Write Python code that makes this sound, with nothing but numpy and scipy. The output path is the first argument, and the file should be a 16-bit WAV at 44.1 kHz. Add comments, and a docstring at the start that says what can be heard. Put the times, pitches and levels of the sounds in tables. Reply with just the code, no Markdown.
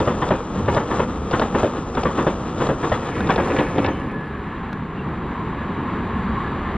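"""A station platform: a container train runs past, its wheels hammering over a rail joint a few metres away.
Every wheel clips the joint, then thumps the sleepers and rattles its bogie; bogies pair up around couplings.
Rolling noise, made of tiny random impacts, swells with each bogie, and a guard's van clatters by.
Then filtered noise makes the rumble and rail song of the departing train, with low swells, thin notes and a ping."""
import sys
import numpy as np
from scipy import signal
from scipy.fft import rfft, irfft, next_fast_len
from scipy.io import wavfile
from scipy.ndimage import uniform_filter1d

SR = 44100
rng = np.random.default_rng(int(sys.argv[2]) if len(sys.argv) > 2 else 0)


def unload_audio(sound):
    """Save the sound as a 16-bit wav file, at the path given as the first command line argument."""
    columns = np.transpose(np.atleast_2d(sound))
    # keep every value between -1 and 1, then stretch to whole-number steps
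    steps = np.round(np.clip(columns, -1, 1) * 32767)
    wavfile.write(sys.argv[1], SR, steps.astype(np.int16))


N = 298557
TIME = np.arange(N) / SR
# All levels in dB are relative: a source may shift them when it mixes its parts.

# Every wheel that crosses the joint, two to a bogie.
# Each row: time in seconds, weight of the blow in dB, steely ring in dB, knock pitch in Hz,
# ring pitch in Hz, upper ring pitch in Hz, first touch in dB.
WHEELS = [(0.001, 2, -4.5, 287, 920, 1740, 9.5), (0.073, -1.5, -1.5, 593, 1227, 1880, -4.5),
          (0.218, -4, 4.5, 497, 1140, 1775, -11), (0.306, -0.5, 2.5, 627, 956, 1806, 9),
          (0.679, 3.5, 0.5, 550, 1165, 1744, -0.5), (0.766, -1, 0, 594, 848, 1723, 4.5),
          (0.91, -2, 1, 330, 974, 1754, -3), (0.995, -2.5, 1, 562, 930, 1406, -2),
          (1.331, 1.5, 1.5, 344, 1017, 1450, 8), (1.415, -3.5, 0.5, 617, 1132, 1700, 8.5),
          (1.545, 2.5, 4, 366, 980, 1805, -21), (1.631, 0.5, -1, 605, 882, 1674, -17),
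          (1.969, 0, -2.5, 257, 1340, 1577, 4.5), (2.052, -2.5, -1, 533, 1150, 1790, 6),
          (2.180, 1, 4, 342, 1020, 1524, -14), (2.267, -0.5, 1, 600, 940, 1680, -19),
          (2.601, -1.5, -4, 263, 1053, 1530, 1), (2.689, -1, -3.5, 500, 1055, 1610, 2.5),
          (2.83, -3.5, 3, 310, 1000, 1680, -6), (2.917, -2, 2.5, 614, 970, 1840, 5.5),
          (3.290, -3.5, 4, 396, 1112, 1580, 7), (3.379, -1, 0, 676, 904, 1640, 7),
          (3.497, -3, -2.5, 552, 1020, 1760, 1.5), (3.587, -2.5, -1.5, 507, 895, 2070, 6),
          (3.778, -1.5, -7, 264, 827, 1960, -17), (3.873, -8, -7, 420, 950, 1790, -7)]
# The four axles around a coupling, in order.
# Each row: hardness in dB, thud in dB, knock in dB, clang in dB, rattle in dB,
# knock delay in seconds, first touch in dB.
AXLES = [(-1, -21.5, -14.5, -14.5, -41, 0.0063, -7), (-1, -17.5, -10.5, -13.5, -42, 0.0011, -2.5),
         (-0.5, -23, -14, -19, -45.5, 0.0084, -25.5), (1, -19, -9.5, -16.5, -42, 0.0012, -10.5)]
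# A wheel touches the joint's first edge just before it drops.
TOUCH_LEAD_S, TOUCH_CLANK_DB, TOUCH_CHINK_DB = 0.02, -8.5, -36


def joint():
    """Wheels cross the gap in a four-beat figure; each has its own weight and pitches."""
    out = np.zeros(N)
    for k, (s, weight_db, ring_db, knock_hz, ring_hz, upper_hz, touch_db) in enumerate(WHEELS):
        hard_db, thud_db, knock_db, clang_db, rattle_db, knock_s, edge_db = AXLES[k % len(AXLES)]
        blow = axle(hard_db, thud_db + weight_db, knock_db + weight_db, clang_db + ring_db,
                    rattle_db + ring_db, knock_s, knock_hz, ring_hz, upper_hz)
        add(out, s, blow)
        touch = clink(TOUCH_CLANK_DB, TOUCH_CHINK_DB) * undb(touch_db + edge_db)
        add(out, s - TOUCH_LEAD_S, touch)
    return out


# The tone of a shaken bogie. Each row: pitch in Hz, level in dB.
BOGIE = [(120, -32.5), (200, -4), (503, 4), (640, -5), (741, -2), (1210, -7), (1400, -10.5), (1750, -11.5),
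         (2170, -19.5), (2360, -27.5), (2600, -12.5), (3380, -40.5), (5720, -120)]
# The tone of rattling springs and brake rigging. Each row: pitch in Hz, level in dB.
RATTLE = [(1300, -30), (2100, -1), (2700, 0), (3400, -2), (4400, -17), (5400, -20), (7400, -37),
          (9000, -70), (16000, -100)]
# The two notes each struck wheel rings with, against its clang; the overtone against the first note.
RING_DB, RING_DECAY_S, OVERTONE_DB = -8, 0.011, -7.5


def axle(hard_db, thud_db, knock_db, clang_db, rattle_db, knock_s, knock_hz, ring_hz, upper_hz):
    """A wheel drops onto the next rail: one blow, then the bogie chatters and dies away."""
    t = np.arange(SR // 4) / SR
    rise_s = 0.0025 * undb(-1.2 * hard_db)  # a harder landing shakes the bogie sooner
    fall = np.exp(-t / 0.02) + undb(-13.5) * np.exp(-t / 0.06)
    shaking = (1 - np.exp(-t / rise_s)) * fall
    chatter = grains(len(t), rate=1000, spread_db=-1.5) * shaking
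    force = chatter.copy()
    force[0] += undb(14.0 + hard_db)
    body = steel(force, BOGIE)

    # the wheel's weight comes down and it bounces on the springy contact for a few cycles
    landed = np.maximum(t - knock_s, 0)
    bounce = np.sin(2 * np.pi * knock_hz * landed) * np.exp(-landed / 0.0066)
    knock = burst(band(body, "bandpass", [230, 750], order=3), -0.51)
    knock = knock + burst(bounce, hard_db - 5.5)

    # sleepers and ballast give way more slowly
    sleeper_hz = 128 * np.exp(0.18 * rng.standard_normal())
    thud = burst(np.sin(2 * np.pi * sleeper_hz * t) * t * np.exp(-t / 0.0044), 0)
    thud = thud + burst(band(chatter, "bandpass", [60, 250], order=2), -2.1)

    note = np.sin(2 * np.pi * ring_hz * t) + undb(OVERTONE_DB) * np.sin(2 * np.pi * upper_hz * t)
    ringing = note * (1 - np.exp(-t / rise_s)) * np.exp(-t / RING_DECAY_S)
    clang = band(band(body, "highpass", 786, order=3), "lowpass", 1923, order=8)
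    clang = burst(clang, 0) + burst(ringing, RING_DB)

    # springs and brake rigging: every blow draws its own five notes
    rigging = sum(ring(force, hz, 30) for hz in rng.uniform(2000, 4000, size=5))
    rattle = unit(colour(force, RATTLE)) + undb(-4.5) * unit(colour(rigging, RATTLE))
    return (burst(thud, thud_db - 3.5) + burst(knock, knock_db - 5.0)
            + burst(clang, clang_db - 5.0) + burst(rattle, rattle_db + 3.5))


# The wheel's own notes. Each row: pitch in Hz before a small random detune, width in Hz, level in dB.
WHEEL_MODES = [(340, 110, 4.5), (530, 93, 17), (585, 50, -9), (840, 4.6, -11.5), (1050, 94, -7.5),
               (1141, 41, 9), (1620, 28, -8), (1840, 10, -19), (2640, 19, -12.5), (2900, 11, -13.5),
               (3730, 19, -32.5)]


def steel(force, spectrum):
    """A dense mass of steel resonances with the wheel's own modes standing out."""
    detune = 1 + 0.048 * rng.standard_normal(len(WHEEL_MODES))
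    wheel = sum(undb(db) * ring(force, hz * d, width) for (hz, width, db), d in zip(WHEEL_MODES, detune))
    return unit(colour(force, spectrum)) + undb(-5.5) * unit(wheel)


# The bright tone of small steel parts. Each row: pitch in Hz, level in dB.
CHINK = [(1200, -29), (2400, 0), (3500, -6.5), (4300, -9), (5300, -3), (7400, -35.5), (9600, -68.5),
         (16000, -95)]
CHINK_RING_HZ, CHINK_RING_WIDTH_HZ = 3700, 290  # the note that small steel parts ring with


def clink(clank_db, chink_db):
    """A light steel-on-steel contact: a short clank with a bright, ringing chink."""
    t = np.arange(SR // 8) / SR
    force = grains(len(t), rate=3600, spread_db=-5.0)
    clank = band(steel(force * np.exp(-t / .005), BOGIE), "bandpass", [400, 2000], order=4)
    chink = colour(force * np.exp(-t / .004), CHINK)
    chink = chink + undb(5.5) * ring(chink, CHINK_RING_HZ, CHINK_RING_WIDTH_HZ)
    return burst(clank, clank_db - 20.0) + burst(chink, chink_db - 5.0)


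# Loose couplings and brake gear. Each row: time in seconds, clank in dB, chink in dB.
FITTINGS = [(3.3062, -10.5, -33), (3.8437, -5, -37), (3.861, -9.5, -32)]


def fittings():
    """Loose steel parts clank and chink as the last bogies shake."""
    out = np.zeros(N)
    for s, clank_db, chink_db in FITTINGS:
        add(out, s, clink(clank_db, chink_db))
    return out


# The rolling noise as rumble, roar, clatter and hiss, in that order.
# Each row: level between bogies in dB, rise beside a bogie in dB.
WAGONS = [(-30.5, 0.9), (-30, 4.5), (-40, 4.5), (-59.5, 6)]
# The tone of the rolling noise. Each row: pitch in Hz, level in dB.
ROLLING = [(15, -43.5), (25, -11), (65, -4.5), (176, -6), (240, -3), (277, -7.5), (312, -5.5), (405, -9),
           (479, -3.5), (607, -12.5), (1270, -10.5), (1900, -33.5), (2150, -37.5), (2600, -37),
           (7400, -36.5), (9620, -65), (16300, -120)]


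def wagons():
    """Rough wheels on rough rail: wagon bodies rumble, bogies roar and clatter, the contact hisses."""
    near = nearness()
    rumble_db, roar_db, clatter_db, hiss_db = (between_db + rise_db * near for between_db, rise_db in WAGONS)
    roll = colour(grains(N, rate=4000, spread_db=-1), ROLLING)
    jolt = walk(30.46)  # shared by roar, clatter and hiss
    rumble = unit(band(roll, "lowpass", 274.0, order=5)) * undb(rumble_db + 2.5 + 1.0 * walk(12))
    roar = unit(band(roll, "bandpass", [270, 1700], order=5)) * undb(roar_db + 1.4 * jolt)
    clatter = unit(band(roll, "bandpass", [1700, 4000], order=5)) * undb(clatter_db - 3.5 + 2.0 * jolt)
    hiss = unit(band(roll, "highpass", 4550, order=7)) * undb(hiss_db + 11.5 + 1.2 * jolt)
    return rumble + roar + clatter + hiss


BOGIE_SWELL_S, BOGIE_LAG_S = 0.083, 0.012  # half-width of the swell, and its delay after the joint


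def nearness():
    """About 1 while a bogie is alongside, near 0 at mid-wagon."""
    middles = np.array(WHEELS)[:, 0].reshape(-1, 2).mean(axis=1)
    return sum(np.exp(-((TIME - s - BOGIE_LAG_S) / BOGIE_SWELL_S) ** 2) for s in middles)


# Low swells in the rumble.
# Each row: middle in seconds, length in seconds, pitch in Hz, level in dB.
RUMBLE_SWELLS = [(0.59, 0.21, 187, -23.5), (0.64, 0.27, 87, -26), (1.01, 0.112, 110, -25.5),
                 (1.23, 0.23, 73.4, -28.5), (2.93, 0.18, 107.4, -27.5), (3.28, 0.2, 202, -21),
                 (3.85, 0.19, 99, -25), (4.08, 0.11, 259, -34), (4.71, 0.1, 197, -30.5),
                 (4.82, 0.11, 172, -26.5), (5.07, 0.11, 148, -26), (5.25, 0.11, 199, -29),
                 (5.99, 0.098, 205, -31), (6.17, 0.12, 192, -24.5), (6.28, 0.27, 200, -25),
                 (6.3, 0.18, 71.7, -29)]
SWELL_WIDTH = 0.42  # bandwidth of each of two passes, as a share of the pitch


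def rumble_swells():
    """Low swells of narrow-band noise make the rumble lumpy."""
    out = np.zeros(N)
    for s, length_s, hz, db in RUMBLE_SWELLS:
        width = hz * SWELL_WIDTH
        boom = ring(ring(rng.standard_normal(SR // 2), hz, width), hz, width)
        add(out, s - length_s / 2, swell(boom, length_s, db - 5.5))
    return out


# The tone of the van's body. Each row: pitch in Hz, level in dB.
VAN_BODY = [(150, -19), (330, 5), (700, -4), (950, 2.5), (1300, 1), (1900, -0.5), (2600, -13), (3300, -23),
            (3900, -18.5), (4500, -29.5), (8000, -55), (16000, -100)]
VAN_ARRIVES_S, VAN_LEAVES_S = 3.166, 3.62
VAN_DB, VAN_RISE_DB_PER_S, VAN_FALL_DB_PER_S = -34.5, 56.5, 20
TRAIL_DB, TRAIL_FALL_DB_PER_S = -45.5, 14.5  # hiss of the last wheels as they draw away


def van():
    """Random jolts shake the light guard's van; its clatter and the slower-fading wheel hiss draw away."""
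    gone_s = np.maximum(TIME - VAN_LEAVES_S, 0)
    approach_db = -VAN_RISE_DB_PER_S * np.maximum(VAN_ARRIVES_S - TIME, 0)
    shaking = grains(N, rate=260, spread_db=2.5)
    clatter = unit(steel(shaking, VAN_BODY)) + undb(-6.5) * panels(shaking)
    # the railings never stop ringing while the van is shaken
    railings = band(panels(grains(N, rate=620, spread_db=7.0)), "bandpass", [1450, 2750], order=5)
    clatter = clatter + undb(-4.0) * unit(railings)
    hiss = unit(band(grains(N, rate=990, spread_db=-4.5), "bandpass", [1650, 2900], order=3))
    hiss = hiss * undb(2.5 * walk(12))
    clatter = clatter * undb(VAN_DB - VAN_FALL_DB_PER_S * gone_s)
    hiss = hiss * undb(TRAIL_DB - TRAIL_FALL_DB_PER_S * gone_s)
    return undb(approach_db) * (clatter + hiss)


# The van's loose body panels and railings.
# Each row: pitch in Hz before a small random detune, width in Hz, level in dB.
VAN_PANELS = [(292.4, 16, 0.5), (351, 14, -3.5), (417.7, 8.9, -4), (522, 17, -5.5), (745, 44, -6),
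              (872, 26, -10.5), (1476, 22, -9.5), (1715, 26, -4.5), (1900, 19, -10.5), (2120, 19, -14.5),
              (2260, 14, -13), (2536, 12, -16.5), (2770, 6.6, -22), (3710, 40, -24.5)]


def panels(force):
    """The van's panels and railings ring, a little differently each time they are shaken."""
    detune = 1 + 0.01 * rng.standard_normal(len(VAN_PANELS))
    return sum(undb(db) * unit(ring(force, hz * d, width)) for (hz, width, db), d in zip(VAN_PANELS, detune))


# Knocks of loose steel on the last vehicles.
# Each row: time in seconds, low boom in dB, higher ring in dB.
STEEL_KNOCKS = [(3.292, -26.5, -46), (3.304, -42, -30.5), (3.405, -27, -38.5), (3.479, -25, -42),
                (3.502, -32, -36), (3.535, -21.5, -40), (3.563, -33, -29.5), (3.587, -37, -27.5),
                (3.603, -21, -33.5), (3.701, -32, -48), (3.761, -26, -40), (3.782, -20, -29),
                (3.845, -23, -27.5), (3.883, -24, -34.5)]
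SPLIT_HZ, RING_TOP_HZ = 1000, 3700  # the boom lies below the split, the ring from there to the top


def steel_knocks():
    """Knocks of loose steel on the last vehicles: a low boom and a higher ring."""
    out, t = np.zeros(N), np.arange(SR // 3) / SR
    for s, boom_db, ring_db in STEEL_KNOCKS:
        force = grains(len(t), rate=3700, spread_db=1.5) * np.exp(-t / 0.0099)
        force[0] += undb(14.5)
        struck = panels(force)
        boom = band(struck, "lowpass", SPLIT_HZ)
        ringing = band(struck, "bandpass", [SPLIT_HZ, RING_TOP_HZ])
        add(out, s, burst(boom, boom_db) + burst(ringing, ring_db))
    return out


# Dry ticks. Each row: time in seconds, level in dB.
TICKS = [(1.3315, -31), (3.2054, -24.5), (4.729, -30.5)]
# The tone of a tick. Each row: pitch in Hz, level in dB.
TICK = [(300, -3), (1000, 7), (1500, 11), (2100, -13), (3800, -10), (4700, -20), (7000, -30.5),
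        (10000, -41), (15000, -38)]


def ticks():
    """A few sharp, dry ticks close to the microphone, each a very short burst of noise."""
    out, t = np.zeros(N), np.arange(SR // 20) / SR
    for s, db in TICKS:
        snap = rng.standard_normal(len(t)) * np.exp(-t / 0.0029)
        add(out, s, burst(colour(snap, TICK), db - 5))
    return out


# Thin notes: squeals, ringing railings and rail song.
# Each row: middle in seconds, length in seconds, pitch in Hz, waver in Hz, level in dB.
THIN_NOTES = [(3.905, 0.081, 6212, 9.2, -52), (3.955, 0.21, 3040, 30, -53), (4.03, 0.22, 1715, 23, -45.5),
              (4.192, 0.3, 1706, 22, -41.5), (4.344, 0.16, 1650, 25, -47), (4.527, 0.39, 1690, 45, -48),
              (4.738, 0.21, 1690, 32, -46), (5.386, 0.17, 1052, 62, -37), (5.601, 0.12, 1697, 17, -44),
              (5.881, 0.19, 1101, 43, -37.5), (6.394, 0.24, 1085, 50, -36.5),
              (6.487, 0.18, 1706, 12, -43.5), (6.676, 0.14, 1770, 8.3, -44)]


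def thin_notes():
    """Thin, wavering notes fade in and out: squeals, ringing railings and rail song."""
    out, waver, flutter = np.zeros(N), walk(220), undb(2 * walk(60))
    for s, length_s, hz, waver_hz, db in THIN_NOTES:
        span = (int(s * SR) + np.arange(SR)) % N
        phase = 2 * np.pi * np.cumsum(hz + waver_hz * waver[span]) / SR
        note = np.sin(phase) * flutter[span]
        add(out, s - length_s / 2, swell(note, length_s, db))
    return out


# A loose part on the departing train pings. Each row: time in seconds, pitch in Hz, level in dB.
PINGS = [(4.973, 2735, -45.5)]
PING_ATTACK_S, PING_DECAY_S = 0.004, 0.03


def pings():
    """A quick, thin ring with equally strong rubbing noise at the same pitch."""
    out, t = np.zeros(N), np.arange(SR // 5) / SR
    for s, hz, db in PINGS:
        rub = grains(len(t), rate=3700, spread_db=-2) * np.exp(-t / 0.022)
        rub = ring(ring(rub, hz, 260), hz, 260)
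        note = np.sin(2 * np.pi * hz * t) * (1 - np.exp(-t / PING_ATTACK_S)) * np.exp(-t / PING_DECAY_S)
        add(out, s, burst(note, db) + burst(rub, db))
    return out


# The train heard from behind. Each row: time in seconds, rumble in dB, rail song in dB.
DEPARTING = [(4.05, -33, -35), (4.25, -37, -36.5), (4.52, -38.5, -34.5), (4.9, -38, -36),
             (5.35, -35.5, -33), (5.8, -34.5, -32.5), (6.0, -32, -32), (6.25, -35, -30),
             (6.7, -35.5, -30.5)]
# The tone of the distant train. Each row: pitch in Hz, level in dB.
DISTANT = [(15, -20.5), (25, -10), (70, 0), (115, -7), (208, 1), (258, -3.5), (405, -7), (637, -22),
           (1080, -16.5), (1500, -25.5), (1690, -23.5), (2530, -34), (3980, -42.5), (5060, -53),
           (7400, -47), (9620, -74), (16300, -120)]
# Steady ringing over the distant rumble.
# Each row: pitch in Hz, width in Hz of each of two passes, level in dB.
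RAIL_TONES = [(198, 59, -43.5), (1077, 290, -42.5), (1697, 110, -52), (2840, 20, -67), (4550, 100, -69.5)]
WHISTLE_HZ = 3876
GROUND_DB, GROUND_FOLLOW = -35, 0.94  # ground rumble: its level, and dB of change per dB of rail song


def departing():
    """Distant wheels blend into a lumpy rumble of filtered noise, and the rails ring with them."""
    rumble_db, song_db = curves(DEPARTING)
    song_change_db = song_db - song_db.mean()
    ground_db = GROUND_DB + GROUND_FOLLOW * song_change_db
    roll = colour(rng.standard_normal(N), DISTANT)
    ground = unit(band(roll, "lowpass", 126.5, order=5)) * undb(ground_db + 0.64 * walk(8.2))
    rumble = unit(band(roll, "bandpass", [115, 620], order=4)) * undb(rumble_db + 6.0 + 0.6 * walk(14))
    song = unit(band(roll, "highpass", 670, order=5)) * undb(song_db + .5 * walk(22))
    tones = np.zeros(N)
    for hz, width, db in RAIL_TONES:
        tones += undb(db) * unit(ring(ring(rng.standard_normal(N), hz, width), hz, width))
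    whistle = np.sin(2 * np.pi * WHISTLE_HZ * TIME) * undb(-63.5 + 0.88 * walk(5.7))
    return ground + rumble + song + (tones + whistle) * undb(1.6 * song_change_db)


def soften(x):
    """A low-pass softens the treble."""
    return band(x, "lowpass", 4087, order=4)


# Difference between the microphone's two ports.
# Each row: pitch in Hz, side minus mid in dB, phase in radians.
PORTS = [(60, -48, 0.1), (250, -55.5, 0.2), (520, -15, 0.1), (850, -26, 0.3), (1500, -6, 0.3),
         (2500, -4, 0.7), (4200, 0, 1.4), (5300, 8.5, 1.3), (7300, 21.5, 1.4), (9600, 42, 1.57),
         (13000, 15.5, 1.57)]
# Sound that arrives from all around. Each row: pitch in Hz, side minus mid in dB.
DIFFUSE = [(60, -55), (300, -41), (900, -40), (1500, -49.5), (2600, -11.5), (4300, -10), (7400, 11)]


def stereo(x, aside_db, around_db):
    """Close ports hear the same bass; higher up they differ, until the top is in opposite polarity."""
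    size = 2 * next_fast_len(N // 2 + SR // 10)
    hz = np.fft.rfftfreq(size, 1 / SR)
    edge = np.minimum(1, np.minimum(TIME, TIME[::-1]) / .003)  # 3 ms fades at both ends
    x = soften(x) * np.sin(np.pi / 2 * edge) ** 2
    direct_db = read(PORTS, hz) + aside_db / (1 + (hz / 5500) ** 4)
    direct = undb(direct_db) * np.exp(1j * read(PORTS, hz, axis=2))
    # scattered echoes from platform and wagon sides
    t = np.arange(SR // 10) / SR
    echoes = rng.standard_normal(len(t)) * np.exp(-t / .025)
    around = undb(read(DIFFUSE, hz) + around_db) * rfft(echoes / np.linalg.norm(echoes), size)
    side = irfft(rfft(x, size) * (direct + around))[:N]
    return np.array([x + side, x - side])


def undb(db):
    """Decibels to gain."""
    return 10 ** (np.asarray(db) / 20)


def unit(x):
    """Scale to rms (average strength) 1."""
    return x / np.sqrt(np.mean(x ** 2) + 1e-20)


def burst(x, db):
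    """Set the rms level of a blow's first 30 ms."""
    return undb(db) * x / np.sqrt(np.mean(x[:int(.03 * SR)] ** 2) + 1e-20)


def swell(x, length_s, db):
    """Fade a sound in and out over length_s and set its rms level."""
    size = int(np.clip(length_s * SR, SR // 100, len(x)))
    return undb(db) * unit(x[:size] * np.hanning(size))


def add(track, s, sound):
    """Mix a sound in at time s."""
    start = max(int(s * SR), 0)
    track[start:start + len(sound)] += sound[:N - start]


def grains(size, rate, spread_db):
    """Tiny steel-on-steel impacts of uneven strength, about rate of them a second."""
    hits = rng.random(size) < rate / SR
    signs = rng.choice([-1, 1], size)
    return unit(hits * signs * undb(spread_db * rng.standard_normal(size)))


def walk(rate):
    """A slow random wander around 0 with rms 1."""
    k = int(SR / rate)
    steps = np.repeat(rng.standard_normal(N // k + 1), k)
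    return unit(uniform_filter1d(uniform_filter1d(steps, k), k)[:N])


def curves(table):
    """The columns of a timed table, sample by sample."""
    s, *columns = np.transpose(table)
    return [np.interp(TIME, s, c) for c in columns]


def read(table, hz, axis=1):
    """A column of a spectrum table on a log-frequency axis."""
    rows = np.array(table)
    return np.interp(np.log(hz + 1), np.log(rows[:, 0]), rows[:, axis])


def colour(x, spectrum):
    """Filter a sound to the given spectrum, with no sound before its cause (minimum phase)."""
    size = 2 * next_fast_len(len(x) // 2 + 2048)
    cepstrum = irfft(np.log(undb(read(spectrum, np.fft.rfftfreq(size, 1 / SR)))))
    cepstrum[1:size // 2] *= 2
    cepstrum[size // 2 + 1:] = 0
    return irfft(rfft(x, size) * np.exp(rfft(cepstrum)))[:len(x)]


def band(x, kind, hz, order=3):
    """Low-, high- or band-pass."""
    return signal.sosfilt(signal.butter(order, hz, kind, fs=SR, output="sos"), x)


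def ring(x, hz, width):
    """One resonance, gain 1 at its centre."""
    return signal.lfilter(*signal.iirpeak(hz, hz / width, fs=SR), x)


HANDOVER_S = 3.73  # middle of the crossfade from near rolling noise to departing train


def scene():
    """The near wagons pass to one side; the departing train lies more nearly straight ahead."""
    gone = np.clip(.5 + (TIME - HANDOVER_S) / 0.81, 0, 1)
    near = joint() + fittings() + wagons() * np.cos(gone * np.pi / 2)
    far = departing() * np.sin(gone * np.pi / 2) + van() + steel_knocks() + thin_notes() + pings()
    near_stereo = stereo(near + rumble_swells(), aside_db=-6.0, around_db=-17.5)
    far_stereo = stereo(far, aside_db=-21.0, around_db=-4.5)
    return near_stereo + far_stereo + ticks()


TOP_HZ = 15800


def record(dry):
    """A steep low-pass cuts the top."""
    return signal.sosfilt(signal.ellip(8, .2, 70, TOP_HZ, fs=SR, output="sos"), dry)


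dry = scene()
out = record(dry)
unload_audio(out)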